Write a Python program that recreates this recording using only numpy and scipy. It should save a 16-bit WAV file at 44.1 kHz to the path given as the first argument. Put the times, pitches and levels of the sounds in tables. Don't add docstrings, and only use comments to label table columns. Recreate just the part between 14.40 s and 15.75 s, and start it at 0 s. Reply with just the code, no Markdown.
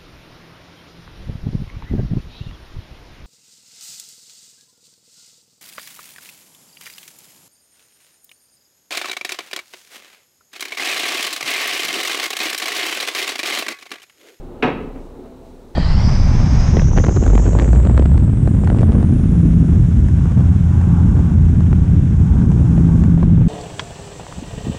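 import sys
import numpy as np
from scipy import signal
from scipy.fft import rfft, irfft, next_fast_len
from scipy.io import wavfile
from scipy.ndimage import map_coordinates

SR = 44100
rng = np.random.default_rng(int(sys.argv[2]) if len(sys.argv) > 2 else 0)


def materialize(psi):
    bounded = np.clip(np.atleast_2d(psi).T, -1, 1)
    quanta = np.round(bounded * 32767).astype(np.int16)
    wavfile.write(sys.argv[1], SR, quanta)


N = 59535
T = np.arange(N) / SR

# freq_hz, relative_db
ROOM_TONE_COLOUR = [(30, 22), (100, 23), (400, 9), (1000, 8), (2000, 0), (3100, -3.5), (3900, 2.5),
                    (4800, -5.5), (8000, -6), (11000, -10), (15500, -11.5)]
# freq_hz, t60_s
ROOM_DECAY = [(80, 0.95), (300, 0.46), (800, 0.6), (1500, 0.54), (3000, 0.45), (5000, .45), (10000, .3)]
# time_s, level_db
ROLL_LEVEL = [(0, -38), (.2, -35.5), (.42, -31.5), (.6, -38.5), (.72, -39.5), (.84, -41.5), (.97, -41.5),
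              (1.1, -42.5), (1.35, -44.5)]
# freq_hz, relative_db
WHEEL_COLOUR = [(30, -5.5), (70, 0), (110, -4.5), (200, -6), (255, 2), (305, -5.5), (370, -2), (500, -4.5),
                (610, -12.5), (850, -13.5), (1100, -21), (1300, -23.5), (1700, -33.5), (3000, -37),
                (6000, -65)]
# start_s, relative_db
RAIL_BUMPS = [(0.398, -24.5), (0.456, -31.5), (0.548, -28.5), (0.779, -32.5), (0.843, -38), (1.063, -39.5)]
# pitch_hz, relative_db, t60_s
DOOR_MODES = [(174.55, -12.5, 0.37), (216.7, -11.5, 0.35), (256, -8.5, 0.67), (281.7, -0.5, .24),
              (340, -10.5, 0.63), (407, -2, 0.31), (444.5, 2.5, 0.2), (735, 0.5, 0.24), (768, -5.5, 0.19),
              (858.4, -6.5, 0.23), (1002, -6.5, .22), (1166, -11, 0.21), (1281, -5, .27),
              (1439, -5.5, 0.14), (1574, -3.5, .2), (1897, -8, .22), (2483, -8.5, 0.17)]
# time_s, level_db
SWAY_LEVEL = [(0, -33), (.2, -44), (.35, -39), (.5, -33.5), (.66, -37), (.8, -47.5), (1, -50.5),
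              (1.12, -41.5), (1.35, -48.5)]
# start_s, length_s, pitch_hz, level_db
WHEEL_WHINES = [(0, .2, 357, -42), (0.757, 0.092, 359.2, -39.5), (0.804, 0.16, 660, -49.5),
                (0.99, 0.13, 662, -51)]
# time_s, level_db
HISS_LEVEL = [(0, -70), (.1, -83), (.36, -82), (.43, -67.5), (.5, -78), (.61, -66.5), (.8, -77), (.95, -78),
              (1.06, -67), (1.18, -72), (1.35, -71.5)]
# freq_hz, relative_db
HISS_COLOUR = [(500, -29), (3000, -7), (5500, 1.5), (8500, -3), (11000, -11), (15500, -16)]
# start_s, level_db
WHEEL_SCUFFS = [(0.55, -38.5), (0.655, -52), (0.76, -52.5), (0.845, -46), (1.04, -51.5)]
# freq_hz, relative_db
SCUFF_COLOUR = [(200, -23), (500, 5), (660, 1), (860, -8), (1100, -6), (1700, -15), (2300, -16),
                (4000, -32), (12000, -41)]
# start_s, clack_db, thud_db
STOP_CONTACTS = [(0.2245, -12.5, -22.5), (0.23, -16.5, -17), (0.2366, -17, -23.5), (0.2450, -35, -10.5),
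                 (0.2777, -30, -12.5)]
# freq_hz, relative_db
CLACK_COLOUR = [(100, -25), (600, -14), (1000, -5), (1500, -.5), (2100, -4), (2700, -4.5), (3100, -11),
                (3450, -15), (4000, -19), (4600, -28), (7000, -39), (12000, -56)]
# freq_hz, relative_db
THUD_COLOUR = [(30, -34), (65, -6.5), (105, -10.5), (170, -4.5), (270, -3), (350, -4.5), (440, 1),
               (600, -13), (800, -7), (1500, -21.5), (4000, -72)]


def amp(db):
    return 10 ** (np.asarray(db) / 20)


def along(points, hz):
    freqs, values = np.transpose(points)
    return np.interp(np.log(hz + 1), np.log(freqs + 1), values)


def level(points):
    return amp(np.interp(T, *np.transpose(points)))


def noise(colour):
    hz = np.fft.rfftfreq(N, 1 / SR)
    phases = np.exp(2j * np.pi * rng.random(len(hz)))
    x = irfft(amp(along(colour, hz)) * phases, N)
    return x / x.std()


def struck(start, attack_s, t60_s):
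    age = np.maximum(T - start, 0)
    return (1 - np.exp(-age / attack_s)) * amp(-60 * age / t60_s)


def wavering(hz, waver_hz, turns_per_s=29):
    drift = map_coordinates(rng.standard_normal(256), [T * turns_per_s], mode="mirror")
    cycles = np.cumsum(hz + waver_hz * drift) / SR
    return np.sqrt(2) * np.sin(2 * np.pi * (cycles + rng.random()))


def room_tone():
    return amp(-53.5) * noise(ROOM_TONE_COLOUR)


def rolling():
    rumble = level(ROLL_LEVEL) * noise(WHEEL_COLOUR)
    bump_envelope = sum(amp(db) * struck(start, attack_s=0.011, t60_s=0.13) for start, db in RAIL_BUMPS)
    bumps = amp(-5.5) * bump_envelope * noise(WHEEL_COLOUR)
    low_ring = sum(amp(db) * door_modes(start, soft_hz=360) for start, db in RAIL_BUMPS)
    return rumble + bumps + amp(3) * low_ring


def sway():
    return level(SWAY_LEVEL) * wavering(hz=29.7, waver_hz=2.75)


def whine():
    tones = np.zeros(N)
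    for start, length, hz, db in WHEEL_WHINES:
        swell = np.sin(np.pi * np.clip((T - start) / length, 0, 1))
        tones += amp(db) * swell * wavering(hz, waver_hz=4)
    return tones


def sliding():
    hiss = level(HISS_LEVEL) * noise(HISS_COLOUR)
    scuffs = sum(amp(db) * struck(start, attack_s=0.0061, t60_s=0.24) for start, db in WHEEL_SCUFFS)
    return hiss + scuffs * noise(SCUFF_COLOUR)


def knock():
    clack, thud = np.zeros((2, N))
    for start, clack_db, thud_db in STOP_CONTACTS:
        clack += amp(clack_db) * noise(CLACK_COLOUR) * struck(start, attack_s=0.00077, t60_s=0.046)
        thud += amp(thud_db) * noise(THUD_COLOUR) * struck(start, attack_s=0.0011, t60_s=0.086)
    return clack + thud + amp(-3) * walls(clack) + amp(-9) * walls(thud)


def door_modes(start, soft_hz=np.inf, attack_cycles=2.6):
    ringing = np.zeros(N)
    for hz, db, t60_s in DOOR_MODES:
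        gain = amp(db + rng.normal(0, 1)) / (1 + (hz / soft_hz) ** 4)
        envelope = struck(start, attack_cycles / hz, t60_s)
        ringing += gain * envelope * np.sin(2 * np.pi * (hz * T + rng.random()))
    return ringing


def ring():
    planks = door_modes(start=STOP_CONTACTS[0][0])
    return amp(-17) * (planks + amp(-13) * walls(planks))


def walls(x, build_s=0.007):
    hz, t, spectrum = signal.stft(rng.standard_normal(SR), SR, nperseg=256)
    decay = amp(-60 * t / along(ROOM_DECAY, hz)[:, None])
    tail = signal.istft(spectrum * decay, SR, nperseg=256)[1][:SR]
    tail *= 1 - np.exp(-T[:SR] / build_s)
    return signal.fftconvolve(x, tail / np.linalg.norm(tail))[:N]


def scene():
    return (room_tone() + rolling() + sway() + whine() + sliding() + knock() + ring())[None]


def record(dry):
    top_hz = 15760
    padded = next_fast_len(N + 8192)
    passband = np.fft.rfftfreq(padded, 1 / SR) < top_hz
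    return irfft(rfft(dry, padded) * passband, padded)[:, :N]


dry = scene()
out = record(dry)
materialize(out)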